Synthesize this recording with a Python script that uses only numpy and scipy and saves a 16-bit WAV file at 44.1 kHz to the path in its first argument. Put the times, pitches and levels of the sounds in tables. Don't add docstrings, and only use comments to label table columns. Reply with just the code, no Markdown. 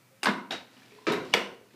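import sys
import numpy as np
from scipy import signal
from scipy.fft import rfft, irfft
from scipy.io import wavfile
from scipy.ndimage import uniform_filter1d

SR = 44100
rng = np.random.default_rng(int(sys.argv[2]) if len(sys.argv) > 2 else 0)


def attenuation_scalar(level_db):
    decades = np.asarray(level_db, float) / 20
    return 10 ** decades


def store_pcm(level_fs):
    pcm = np.round(np.clip(level_fs, -1, 1) * 32767).astype(np.int16)
    wavfile.write(sys.argv[1], SR, np.atleast_2d(pcm).T)


N = 77175
t = np.arange(N) / SR
BODY_LOW_HZ = 135


def unit(x):
    return x / np.sqrt(np.mean(x ** 2))


def curve(hz, table):
    table = np.array(table, float)
    return np.interp(np.log(np.maximum(hz, 1)), np.log(table[:, 0]), table[:, 1])


def air():
    # [f/Hz, level per Hz/dB]
    hiss_colour = [(15, -79), (25, -75), (119, -0.5), (457, -12), (537, -12), (762, -16), (2490, -16),
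                   (2700, -20), (15500, -26.5)]
    hiss_db, hum_db, hum_hz = -62, -67, 121
    waver = unit(uniform_filter1d(rng.standard_normal(N), size=3000))
    hum_phase = 2 * np.pi * hum_hz * t + 0.4 * np.roll(waver, N // 2)
    hum = attenuation_scalar(hum_db + 0.44 * waver) * np.sin(hum_phase)
    hz = np.arange(N // 2 + 1) * SR / N
    hiss = irfft(rfft(rng.standard_normal(N)) * attenuation_scalar(curve(hz, hiss_colour)), N)
    return attenuation_scalar(hiss_db) * unit(hiss) + hum


def ring(hz, db, t60):
    waver_db, waver_rad, changes_per_s = 4, .8, 45
    u = t[:SR * 3 // 4]
    place = u * changes_per_s
    settle_in = np.minimum(place / 2, 1)
    level, phase = (np.interp(place, np.arange(40), v) * settle_in for v in rng.standard_normal((2, 40)))
    fade = attenuation_scalar(db - 60 * u / t60 + waver_db * level)
    tone = fade * np.sin(2 * np.pi * hz * u + waver_rad * phase)
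    return np.pad(tone, (0, N - len(u)))


def catches():
    # [t/s, f/Hz, level/dB, time to fade by 60 dB/s]
    catch_list = [(0.769, 2930, -50, 0.029), (0.82, 1720, -48, 0.025), (0.831, 2360, -54, 0.05),
                  (.909, 2300, -49, .03), (.922, 2440, -47, 0.015), (0.92, 420, -48.5, 0.095),
                  (0.961, 426, -51, 0.3), (0.987, 1000, -44, 0.033), (1.612, 433, -47.5, 0.063),
                  (1.743, 370, -45, 0.032), (0.55, 257, -50, 0.54), (1.531, 470, -45, 0.074),
                  (0.11, 540, -63, 0.77), (.01, 1300, -70.5, 0.7), (.03, 2300, -72.5, 1)]
    out = np.zeros(N)
    for s, hz, db, t60 in catch_list:
        out = out + np.roll(ring(hz, db, t60), int(s * SR)) * (t >= s)
    return out


def room(x, tilt_db=0):
    # [f/Hz, time/s]
    fade_times = [(125, 0.61), (250, 0.56), (500, 0.48), (1000, 0.47), (2000, 0.41), (4000, 0.38),
                  (8000, 0.34), (14000, 0.32)]
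    delay_s, build_s = 0.0015, 0.0069
    u, tail = t[:SR * 3 // 5], 0
    noise = rng.standard_normal(len(u))
    for hz in 60 * 2. ** np.arange(0, 8.1, .5):
        band = signal.butter(2, [hz / 2 ** .25, hz * 2 ** .25], "band", fs=SR, output="sos")
        fade = attenuation_scalar(-60 * u / curve(hz, fade_times))
        tail = tail + signal.sosfilt(band, noise) * fade * attenuation_scalar(tilt_db * np.log2(hz / 1000))
    tail = tail * (1 - np.exp(-np.maximum(u - delay_s, 0) / build_s))
    return signal.fftconvolve(x, tail / np.sqrt(np.sum(tail ** 2)))[:N]


def squeaks():
    # [t/s, length/s, starting f/Hz, level/dB]
    squeak_list = [
        (.216, .014, 2600, -58),
        (1.3285, .009, 2750, -31),
    ]
    rise_hz_per_s = 40000
    out = np.zeros(N)
    for s, length, hz, db in squeak_list:
        late = t - s
        swell = np.sin(np.pi * np.clip(late / length, 0, 1))
        out = out + attenuation_scalar(db) * swell * np.sin(2 * np.pi * (hz + rise_hz_per_s * late / 2) * late)
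    return out


def tint(x, table):
    size = 2048
    hz = np.arange(size // 2 + 1) * SR / size
    db = curve(hz, table) + 12 * np.log2(np.clip((hz + 1) / BODY_LOW_HZ, 0, 1))
    c = irfft(db * np.log(10) / 20)
    c[1:size // 2] *= 2
    c[size // 2 + 1:] = 0
    h = irfft(np.exp(rfft(c)))
    return signal.fftconvolve(x, h / np.sqrt(np.sum(h ** 2)))[:N]


def struck(blows, colour, modes, name):
    wet_db = dict(tick=-2.5, edge=-5, slap=-3.5, bar=-6, frame=5.5, tube=0, sill=-1.5)
    room_tilt = dict(tick=-3.5, edge=2.2, slap=0.3, bar=-0.2, frame=-0.23, tube=-3, sill=-0.5)
    contact_rise_ms, snap_ms = 0.19, 1
    ring_wet_db = -4
    crack, push = np.zeros(N), np.zeros(N)
    for s, db, ms, ring_db in blows:
        late = t - s
        late_ms = np.abs(late) * 1000
        rise = np.minimum(late_ms / min(ms, contact_rise_ms), 1)
        shape = attenuation_scalar(db) * (late >= 0) * np.exp(-late_ms / ms) * rise
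        burst = shape * rng.standard_normal(N)
        kick = np.sqrt(np.sum(shape ** 2)) * (np.arange(N) == int(s * SR))
        contact = kick + 0.38 * burst if ms < snap_ms else burst
        crack = crack + contact + attenuation_scalar(wet_db[name]) * room(kick, room_tilt[name])
        push = push + (kick + 0.73 * burst) * attenuation_scalar(ring_db)
    body = sum((-1) ** k * ring(hz, db, t60) for k, (hz, db, t60) in enumerate(modes))
    rung = signal.fftconvolve(push, body / np.sqrt(np.sum(body ** 2)))[:N]
    rung = signal.sosfilt(signal.butter(2, BODY_LOW_HZ, "high", fs=SR, output="sos"), rung)
    return tint(crack, colour) + rung + attenuation_scalar(wet_db[name] + ring_wet_db) * room(rung)


def head_ticks():
    # [t/s, level/dB, chatter length/ms, ring share/dB]
    tick_blows = [
        (.2308, -29, 7.4, -9),
        (.2322, -26.5, 3.4, 0.5),
        (.2375, -24.5, 1.6, -7),
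        (.244, -28, 7.1, -18),
    ]
    # [f/Hz, level/dB]
    tick_colour = [(59, -66), (100, -53), (293, 0.5), (614, -12.5), (879, -2.5), (2750, -6.5),
                   (7730, -14.5), (8410, -10.5), (15500, -34)]
    # [f/Hz, level/dB, time to fade by 60 dB/s]
    tick_modes = [(2750, 16, 0.02), (4770, 13.5, 0.019), (5100, 5, 0.013), (1410, -17, 0.014),
                  (855, -2, 0.11), (8770, 0, 0.012)]
    return struck(tick_blows, tick_colour, tick_modes, "tick")


def head_edge():
    # [t/s, level/dB, chatter length/ms, ring share/dB]
    edge_blows = [
        (.2555, -33, 1.4, -9),
        (.2572, -19.5, 5.6, 1),
    ]
    # [f/Hz, level/dB]
    edge_colour = [(100, -18), (300, -6), (700, -12), (1500, 0), (2500, -6.5), (4500, -13), (7000, -23),
                   (15500, -36)]
    # [f/Hz, level/dB, time to fade by 60 dB/s]
    edge_modes = [(1005, -3, 0.026), (1530, 1, .025), (1990, -6.5, 0.022), (2900, -13, 0.021),
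                  (4550, -7.5, 0.013)]
    return struck(edge_blows, edge_colour, edge_modes, "edge")


def head_slap():
    # [t/s, level/dB, chatter length/ms, ring share/dB]
    slap_blows = [
        (.2675, -17.5, 2.7, -2),
        (.270, -16, 8.3, -6.5),
        (.280, -18.5, 2.3, -2),
        (.286, -23, 17.8, -9.5),
    ]
    # [f/Hz, level/dB]
    slap_colour = [(59, -57), (100, -35.5), (205, 2.5), (614, -12.5), (808, -10.5), (998, -3.5),
                   (3180, -21), (3690, -19.5), (15500, -61)]
    # [f/Hz, level/dB, time to fade by 60 dB/s]
    slap_modes = [(201, -2, 0.26), (290, -5, 0.13), (637, 3, 0.072), (933, -5.5, 0.63), (1001, 0.5, 0.082),
                  (1080, -3, 0.09), (1458, 1, 0.085), (1496, 2.5, 0.057), (1680, 0.5, 0.081),
                  (2123, 5.5, 0.057), (4300, -24, 0.0079)]
    return struck(slap_blows, slap_colour, slap_modes, "slap")


def handle_on_bar():
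    # [t/s, level/dB, chatter length/ms, ring share/dB]
    bar_blows = [
        (.5065, -30.5, 1.5, -28),
        (.509, -26.5, 0.52, 14),
        (.5105, -31, 6.3, -9),
        (.518, -31.5, 35.2, -10.5),
    ]
    # [f/Hz, level/dB]
    bar_colour = [(140, -13.5), (260, -4), (790, -4.5), (1100, -11), (1600, -5.5), (2800, -8),
                  (4500, -11.5), (15500, -46.5)]
    # [f/Hz, level/dB, time to fade by 60 dB/s]
    bar_modes = [(266, -9, .25), (505, -13, .2), (775, -6, .15), (1437, -9, .08), (1723, -7, .07),
                 (3752, 0, .2), (2600, -9, .02), (3824, 0, .2), (5453, -11, .07), (3900, 4, .015),
                 (12400, -22, .025)]
    return struck(bar_blows, bar_colour, bar_modes, "bar")


def drag():
    # [t/s, level/dB]
    pressure = [
        (.55, -79),
        (.7, -62.5),
        (.78, -57.5),
        (.86, -60.5),
        (.93, -60),
        (.99, -59),
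        (1.04, -62),
        (1.3, -52),
        (1.6, -72),
        (1.75, -61.5),
    ]
    # [f/Hz, level/dB]
    drag_colour = [(100, -23), (250, 4.5), (430, -4), (800, -7), (2200, -8), (4500, -10.5), (7000, -20),
                   (15500, -37)]
    grains_per_s, spread_db = 4000, 2.6
    chance, strength, side = rng.random((3, N))
    size = attenuation_scalar(-spread_db * np.log(1 - strength))
    grains = (chance < grains_per_s / SR) * size * np.sign(side - .5)
    return unit(tint(grains, drag_colour)) * attenuation_scalar(np.interp(t, *np.array(pressure).T, left=-120))


def handle_on_frame():
    # [t/s, level/dB, chatter length/ms, ring share/dB]
    frame_blows = [
        (1.068, -22.5, 8.2, 2.5),
        (1.074, -22, 0.87, -10),
        (1.082, -23, 1.14, 3.5),
        (1.091, -26.5, 2.7, -8),
        (1.101, -29, 6.9, -5.5),
    ]
    # [f/Hz, level/dB]
    frame_colour = [(59, -28), (100, -19.5), (403, -1.5), (861, -22), (936, -10.5), (1290, -13),
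                    (1460, -14), (4750, -24), (15500, -62)]
    # [f/Hz, level/dB, time to fade by 60 dB/s]
    frame_modes = [(153.6, -12, 0.39), (250.6, -13, 0.15), (325, -12.5, 0.092), (377, -4.5, 0.16),
                   (415, 4.5, 0.2), (552, -7.5, 0.14), (667, -10.5, 0.13), (1044, -9.5, 0.042),
                   (1284, -1.5, 0.038), (2345, 2, 0.08)]
    return struck(frame_blows, frame_colour, frame_modes, "frame")


def tube_ring():
    # [t/s, level/dB, chatter length/ms, ring share/dB]
    tube_blows = [
        (1.1215, -29.5, 5.6, -2),
        (1.134, -31, 6.2, -16),
    ]
    # [f/Hz, level/dB]
    tube_colour = [(100, 0), (300, 9), (2000, 10.5), (4000, -3), (8000, -6.5), (12000, -15), (15500, -18)]
    # [f/Hz, level/dB, time to fade by 60 dB/s]
    tube_modes = [(3806, 0, .1), (6616, -12, .05), (3890, -1, .07), (8600, -13, .02), (10060, -17, .03),
                  (11200, -12, .012), (12300, -12, .03), (13600, -15, .012), (14940, -18, .02)]
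    return struck(tube_blows, tube_colour, tube_modes, "tube")


def handle_on_sill():
    # [t/s, level/dB, chatter length/ms, ring share/dB]
    sill_blows = [
        (1.3372, -30.5, 1.7, 8.5),
        (1.3385, -10, 0.44, 7.5),
        (1.3402, -9.5, 0.25, 7.5),
        (1.3412, -17, 3.8, -5.5),
        (1.3423, -13, 0.32, 1),
        (1.3465, -25.5, 9.5, -1),
    ]
    # [f/Hz, level/dB]
    sill_colour = [(140, -12), (460, 7.5), (1000, -4), (2400, 0.5), (3500, -17), (5500, -15),
                   (10000, -29.5), (13000, -24.5), (15500, -36)]
    # [f/Hz, level/dB, time to fade by 60 dB/s]
    sill_modes = [(200, -24, .3), (468, -23, .18), (915, -6, .012), (1600, -4, .005), (2250, -2, .006),
                  (2700, -1, .007), (3290, -1, .006), (4500, -4, .005), (6000, -12, .004),
                  (8500, -16, .003)]
    return struck(sill_blows, sill_colour, sill_modes, "sill")


def ducked(floor, loud):
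    set_in_db, depth, release_s = -35.5, 0.19, 0.5
    keep = np.exp(-1 / (release_s * SR))
    recent_power = signal.lfilter([1 - keep], [1, -keep], loud ** 2)
    return floor * (1 + recent_power / attenuation_scalar(2 * set_in_db)) ** -depth


def scene():
    blows = head_ticks() + head_edge() + head_slap() + handle_on_bar()
    blows = blows + handle_on_frame() + tube_ring() + handle_on_sill()
    scraping = catches() + drag()
    scraping = 0.96 * scraping + 0.79 * room(scraping)
    return (blows + scraping + squeaks() + ducked(air(), blows))[None]


def low_pass(x):
    return signal.sosfilt(signal.butter(12, 16480, fs=SR, output="sos"), x)


def record(dry):
    x = signal.sosfilt(signal.butter(1, 61.4, "high", fs=SR, output="sos"), dry)
    x = signal.sosfilt(signal.ellip(8, .3, 50, 15400, fs=SR, output="sos"), x)
    return low_pass(x)


dry = scene()
out = record(dry)
store_pcm(out)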